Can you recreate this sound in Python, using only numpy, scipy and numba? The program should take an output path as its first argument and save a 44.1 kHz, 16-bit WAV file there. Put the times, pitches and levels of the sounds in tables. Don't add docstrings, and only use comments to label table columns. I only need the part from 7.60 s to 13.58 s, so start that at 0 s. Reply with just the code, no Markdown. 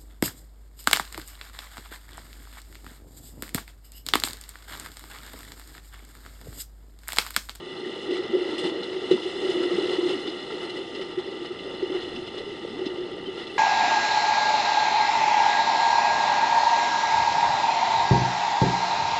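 import sys
import numpy as np
from scipy import signal
from scipy.fft import rfft, irfft
from scipy.io import wavfile
from scipy.ndimage import uniform_filter1d
from numba import njit

SR = 44100
rng = np.random.default_rng(int(sys.argv[2]) if len(sys.argv) > 2 else 0)


def unload_wav(signal):
    wavfile.write(
        sys.argv[1],
        SR,
        np.round(np.clip(np.atleast_2d(signal).T, -1, 1) * 32767).astype(np.int16),
    )


def decibels_to_gain(level_db):
    exponent = np.asarray(level_db, float) / 20
    return 10 ** exponent


N = 263718

# [t/s, churning level/dB, thrown level/dB]
CHURN = [(0.0, -43, 0.5), (0.4, -40, 1), (0.55, -38, -3), (0.9, -37.5, 0), (1.15, -39, -2),
         (1.47, -38, 1.5), (1.7, -37.5, 3.5), (2.05, -36, 1.5), (2.5, -34.5, 3), (2.62, -39, 2),
         (3.25, -40, 0.5), (3.75, -42, -0.5), (4.15, -41, -0.5), (4.4, -40, -0.5), (4.95, -41.5, 0),
         (5.3, -41, -2.5), (5.55, -43, -3), (5.98, -40.5, 2.5)]
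# [lowest f/Hz, highest f/Hz, rate/(bubbles per s), ring/cycles, size scatter/dB,
# noise share/0-1, shared flicker/dB, own flicker/dB]
BUBBLES = [
    (287.5, 642, 560, 4.6, 0.5, 0.73, 1.17, 1),
    (610.4, 2530, 1500, 11.4, 3.5, 0.55, 0.87, 0.8),
    (2386, 5580, 2500, 15.1, 4.5, 0.64, 0.8, 0.03),
    (5490, 11500, 3000, 15, 9, 0.82, 0.8, 0.4),
]
# [level/dB at usual churning, slope/dB per dB churning,
# slope/dB per dB thrown]
FOLLOWS = [
    (-35.5, 1.54, -1),
    (-44, 1.22, -.3),
    (-43, 1.11, .2),
    (-60.5, 1, .9),
]
# [t/s, level/dB]
BREEZE = [(0.0, -62), (0.6, -59.5), (2.2, -58), (3, -60), (4.1, -58.5), (4.45, -52.5), (5.3, -57),
          (5.53, -53), (5.98, -58.5)]
# [multiple of mains pitch, level/dB]
HUM = [(8, -58.5), (9, -58.5), (12, -55.5), (13, -64), (15, -70)]
# [t/s, peak level/dB, f/Hz]
SMALL_PLOPS = [(.231, -26.5, 402), (.591, -23, 356), (.813, -23, 357), (.934, -21.5, 306), (1.184, -26, 400),
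               (1.363, -22.5, 367), (1.418, -25, 392), (1.762, -24, 380), (1.944, -26, 338), (2.284, -27, 404),
               (2.939, -23, 398), (3.031, -25, 370), (3.207, -25, 374), (3.407, -26.5, 393), (3.907, -27, 370),
               (4.067, -27, 372), (4.372, -22, 374), (4.871, -24.5, 405), (5.19, -29, 377), (5.266, -31, 339),
               (.488, -17.5, 345), (1.068, -21.5, 328), (1.848, -19.5, 371), (3.815, -28.5, 326),
               (5.295, -29, 360), (5.4, -25.5, 350), (5.43, -28, 352), (5.685, -20.5, 378), (5.774, -27, 360),
               (5.959, -27, 403)]
# [t/s, peak level/dB, f/Hz, swell/ms]
DRIPS = [(.25, -34, 1870, 3), (.556, -39, 2260, 3.5), (1.235, -37, 4025, 5.4), (1.578, -36, 990, 4.4),
         (2.41, -40, 1040, 5.5), (3.396, -31, 585, 4.3), (4.815, -30, 554, 3.5), (5.053, -22, 540, 1.35),
         (5.66, -34, 3140, 5.7), (5.68, -34, 3070, 4.5), (5.9, -40, 2700, 7.2)]
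# [t/s, peak level/dB, f/Hz, swell/ms]
PLOPS = [(0.264, -21.5, 360, 2.3), (0.522, -17, 382, 5.4), (0.747, -13, 375, 6.9), (0.893, -19.5, 345, 4.5),
         (1.05, -19.5, 342, 4), (1.122, -22, 330, 3.9), (1.438, -22, 359, 4.6), (1.5142, -6, 374, 3.3),
         (1.656, -20, 375.6, 7.6), (1.827, -21, 397, 10), (1.891, -14.5, 360, 4.3), (1.972, -19.5, 356, 6),
         (2.002, -17, 336, 7), (2.049, -18.5, 325, 7.3), (2.113, -19.5, 342, 8.4), (2.185, -15.5, 361, 2.2),
         (2.233, -18.5, 363, 3.6), (2.303, -17, 396, 5.2), (2.386, -16.5, 328, 3.8),
         (2.429, -18.5, 342, 4.7), (2.457, -15.5, 350, 4.8), (2.494, -21.5, 358, 4.1),
         (2.531, -23, 383, 6.6), (2.681, -23.5, 302, 6.4), (3.577, -17.5, 361, 5.7), (3.679, -25, 371, 5.9),
         (4.228, -14.5, 367, 4.5), (4.315, -20.5, 371, 4.4), (4.349, -20, 361, 4.1),
         (5.216, -20.5, 366, 6.8)]
# [t/s, peak level/dB, f/Hz, swell/ms]
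GLUGS = [(.27, -37, 208, 13), (.695, -33, 206, 13), (1.04, -32, 162, 9.2), (1.2, -40.5, 170, 14),
         (1.524, -30.5, 155, 13), (1.546, -27.5, 203, 6.9), (2.14, -32.5, 173, 13), (3.33, -39, 226, 11),
         (3.575, -40, 149, 9.1), (4.55, -37, 213, 14), (5.1, -36, 199, 15), (5.16, -33, 255, 8.6)]
# [t/s, peak level/dB, f/Hz, swell/ms]
BLOWS = [(1.5165, -10, 450, 1.6), (1.514, -27, 164, 3), (1.538, -14, 365, 4), (1.3, -26, 510, 1.8),
         (.733, -16, 363, 5.5), (.752, -21.5, 550, 4), (.772, -19, 380, 2.6), (.51, -24.5, 278, 6),
         (2.55, -25, 284, 8), (4.3, -24.5, 297, 5), (.295, -26.5, 374, 5), (5.03, -28, 350, 9),
         (5.32, -27.5, 373, 4), (5.67, -30, 285, 9), (5.268, -18.5, 257, 2.6)]
# [middle t/s, peak level/dB, mist minus spray/dB, wash minus spray/dB,
# half length/ms]
SURGES = [
    (.43, -29.5, -14, -12, 30),
    (.565, -25, -16, 1.5, 30),
    (1.068, -21, -15, -3, 36),
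    (1.91, -21.5, -13, -6, 30),
    (2.5, -23.5, -17, -1, 47),
    (3.03, -28, -14, 1.5, 42),
    (4.36, -27.5, -20, 3, 38),
    (4.43, -25.5, -18, -7, 25),
    (5.8, -26, -22, 0, 45),
]
# [t/s, peak level/dB, mist minus spray/dB, wash minus spray/dB, length/ms]
SLAPS = [(0.5062, -24.5, -17, -18, 30), (0.9795, -19, -11.5, -23, 30), (1.039, -25, -24, 2, 18),
         (1.2306, -21, -21, -11, 18), (1.509, -16, -18, -6, 31), (1.6272, -22.5, -34, -19, 27),
         (2.2927, -22, -30, -14, 11), (2.6673, -20.5, -27, -7, 31), (2.7826, -24.5, -29, -12, 24),
         (2.904, -26.5, -28, 3, 16), (3.096, -20, -20, -18, 13), (3.3483, -20.5, -22, -16, 15),
         (3.412, -24, -20.5, -4, 20), (3.584, -25, -21, 0.5, 29), (3.846, -25, -20, -3, 28),
         (3.9878, -24, -30, -12, 14), (4.558, -21, -29, -17, 13), (4.671, -24, -24, -3, 16),
         (4.778, -23.5, -24, -8, 18), (5.257, -17, -32, -12, 16), (5.868, -24.5, -35, -6, 16)]
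# [f/Hz, level/dB per Hz]
COLOUR = [(25, -37.5), (60, -37.5), (120, -30), (220, -31), (500, -35), (1000, -53), (1600, -60.5),
          (2400, -73.5), (3300, -60.5), (4300, -45.5), (5600, -57), (7500, -52), (9500, -56.5),
          (11000, -59)]
# [f/Hz, width/Hz, boost/dB]
HOUSING = [(361, 231, 28.5), (475.4, 37, 4), (852, 370, 11), (1360, 424, 20.5), (1501, 227, -7.5),
           (1895, 29, 10.5), (1980, 89, 2.5), (2016, 610, 33), (2706, 143, 8.5), (2927, 27, 7),
           (2917, 910, 28.5), (3488, 156, 11.5), (3899, 177, -26), (3939, 525, 32), (4156, 82, 12.5),
           (4290, 179, -16.5), (4438, 224, 22.5), (4450, 800, -25), (4820, 48, 6), (5087, 260, 15.5),
           (5440, 320, 5), (5970, 78, 6), (6370, 119, -6), (6390, 1100, 7), (7800, 59, -1), (8350, 310, 11),
           (8470, 65, -12), (9050, 180, 4), (9870, 90, 11), (10800, 100, 11)]

USUAL_CHURN_DB = -40
MAINS_HZ = 99.95
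HEAVE_DB, HEAVE_PER_CHURN = -46, 0.51
GUSTINESS_DB, ROLL_DB = 1.8, 1.5
SMALL_PLOP_SWELL_MS = 5.2
HISS_DB = -88
DROPOUTS_PER_S, DROPOUT_DB = 38, -20
TOP_HZ = 11150


def housing(size):
    f = np.fft.rfftfreq(size, 1 / SR) + 1e-3
    hz, db = np.transpose(COLOUR)
    response = decibels_to_gain(np.interp(np.log(f), np.log(hz), db)) + 0j
    for centre_hz, width_hz, boost_db in HOUSING:
        a = decibels_to_gain(boost_db / 2)
        off_centre = centre_hz ** 2 - f ** 2
        response *= (off_centre + 1j * f * width_hz * a) / (off_centre + 1j * f * width_hz / a)
    return response


RESPONSE = housing(N)


def band(x, lo_hz, hi_hz):
    f = np.fft.rfftfreq(N, 1 / SR)
    low_edge = 1 + (lo_hz / (f + 1e-3)) ** 10
    high_edge = 1 + (f / hi_hz) ** 10
    z = rfft(x) / np.sqrt(low_edge * high_edge)
    heard_rms = np.sqrt(2 * np.sum(np.abs(z * RESPONSE) ** 2)) / N
    return irfft(z, N) / heard_rms


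def noise_band(lo_hz, hi_hz):
    return band(rng.standard_normal(N), lo_hz, hi_hz)


def curve(table):
    s, *columns = np.transpose(table)
    return [np.interp(np.arange(N) / SR, s, c) for c in columns]


def walk(rate):
    k = int(SR / rate)
    steps = np.repeat(rng.standard_normal(N // k + 2), k)
    return 0.97 * uniform_filter1d(uniform_filter1d(steps, k), k)[:N]


def steadied(x, hold_s, strength):
    heard = irfft(rfft(x) * RESPONSE, N)
    power = uniform_filter1d(heard ** 2, int(hold_s * SR))
    return x / (power + 0.022) ** (np.clip(strength, 0, 1) / 2)


@njit
def ring(start, hz, size, cycles, rise):
    out = np.zeros(N)
    for k in range(len(start)):
        span = cycles * SR / hz[k]
        z = size[k] + 0j
        turn = np.exp(2j * np.pi * hz[k] / SR - 3 / span)
        bend = np.exp(2j * np.pi * hz[k] / SR * rise / span)
        for i in range(start[k], min(start[k] + int(2 * span), N)):
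            out[i] += z.imag
            z *= turn
            turn *= bend
    return out


def bubbles(lo_hz, hi_hz, rate, cycles, scatter_db, share):
    when, pitch, odds = rng.random((20000, 3))[:int(rate * N / SR)].T
    start = (when * N).astype(np.int64)
    hz = 0.8 * lo_hz * (1.4 * hi_hz / lo_hz) ** pitch
    size = hz * decibels_to_gain(-scatter_db * np.log(1 - 0.97 * odds))
    cloud = band(ring(start, hz, size, 1. * cycles, 0.16), lo_hz, hi_hz)
    share = np.clip(share, 0, 1)
    return np.sqrt(1 - share) * cloud + np.sqrt(share) * noise_band(lo_hz, hi_hz)


def water():
    surge = walk(21.16) + 1.1 * walk(45)
    bursts = [0, *gushes()]
    churn_db, thrown_db = curve(CHURN)
    out = 0
    for follow, burst, (*cloud, shared_db, own_db) in zip(FOLLOWS, bursts, BUBBLES):
        level_db, per_churn, per_thrown = follow
        level_db = level_db + per_churn * (churn_db - USUAL_CHURN_DB) + per_thrown * thrown_db
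        steady = decibels_to_gain(level_db + shared_db * surge + own_db * walk(22.02))
        out = out + np.hypot(steady, burst) * steadied(bubbles(*cloud), 0.04, 0.76)
    return out


def heave():
    level_db = HEAVE_DB + HEAVE_PER_CHURN * (curve(CHURN)[0] - USUAL_CHURN_DB)
    return decibels_to_gain(level_db + ROLL_DB * walk(11)) * steadied(noise_band(127, 252.4), 0.093, 1.0)


def wind():
    gusts = decibels_to_gain(curve(BREEZE)[0] + GUSTINESS_DB * walk(8.1))
    return gusts * steadied(noise_band(8, 109), 0.12, 0.45)


def hiss():
    return decibels_to_gain(HISS_DB) * noise_band(7500, 11200)


def hum():
    out = np.zeros(N)
    for multiple, db in HUM:
        turns = multiple * MAINS_HZ * np.arange(N) / SR + rng.random()
        out += np.sqrt(2) * decibels_to_gain(db) * np.sin(2 * np.pi * turns)
    return out


def pockets(table, glide):
    length = 8192
    out, t, response = np.zeros(N + length), np.arange(length) / SR, housing(length)
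    for s, peak_db, hz, swell_ms in table:
        u = t * 1000 / max(swell_ms, 1)
        pocket = u * np.exp(-u) * np.sin(2 * np.pi * hz * t * (1 + glide * u))
        heard_peak = np.abs(irfft(rfft(pocket) * response)).max()
        i = max(int((s - 0.004) * SR), 0)
        out[i:i + length] += pocket * decibels_to_gain(peak_db - 1.0) / heard_peak
    return out[:N]


def small_plops():
    return pockets([(*plop, SMALL_PLOP_SWELL_MS) for plop in SMALL_PLOPS], 0.0057)


def drips():
    return pockets(DRIPS, -0.0047)


def plops():
    return pockets(PLOPS, 0.0057)


def glugs():
    return pockets(GLUGS, 0.0413)


def blows():
    return pockets(BLOWS, -0.0028)


def surge_shape(u, length):
    return np.exp(-(u / length) ** 2)


def slap_shape(u, length):
    return (1 - np.exp(-np.maximum(u, 0) / 0.00038)) / (1 + np.abs(u / length) ** 3)


def gushes():
    out, t = np.zeros((3, N)), np.arange(N) / SR
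    for table, shape in ((SURGES, surge_shape), (SLAPS, slap_shape)):
        for s, peak_db, mist_db, wash_db, length_ms in table:
            near = slice(max(int((s - 0.2) * SR), 0), int((s + 0.2) * SR))
            gain = decibels_to_gain(peak_db - 15.5 + np.array([[wash_db], [0], [mist_db]]))
            out[:, near] += gain * shape(t[near] - s, max(length_ms, 2) / 1000)
    return out


def scene():
    air = small_plops() + drips() + plops() + glugs()
    return (water() + heave() + wind() + hiss() + air + blows())[None]


def starved(x):
    hz, s, z = signal.stft(x, SR, nperseg=256)
    when, where = rng.random((int(DROPOUTS_PER_S * N / SR), 2)).T
    for frame, centre_hz in zip((when * len(s)).astype(int), 2600 + 6500 * where):
        hole = np.abs(hz - centre_hz) < 0.07 * centre_hz + 150
        z[..., hole, frame:frame + 2] *= decibels_to_gain(DROPOUT_DB)
    return signal.istft(z, SR, nperseg=256)[1][..., :N]


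def roll_off(x):
    return signal.sosfilt(signal.butter(12, 11160, fs=SR, output="sos"), x)


def record(dry):
    heard = irfft(rfft(dry) * RESPONSE, N) + hum()
    top_cut = signal.ellip(8, 0.2, 70, TOP_HZ, fs=SR, output="sos")
    mix = signal.sosfilt(top_cut, starved(heard))
    return roll_off(mix)


dry = scene()
out = record(dry)
unload_wav(out)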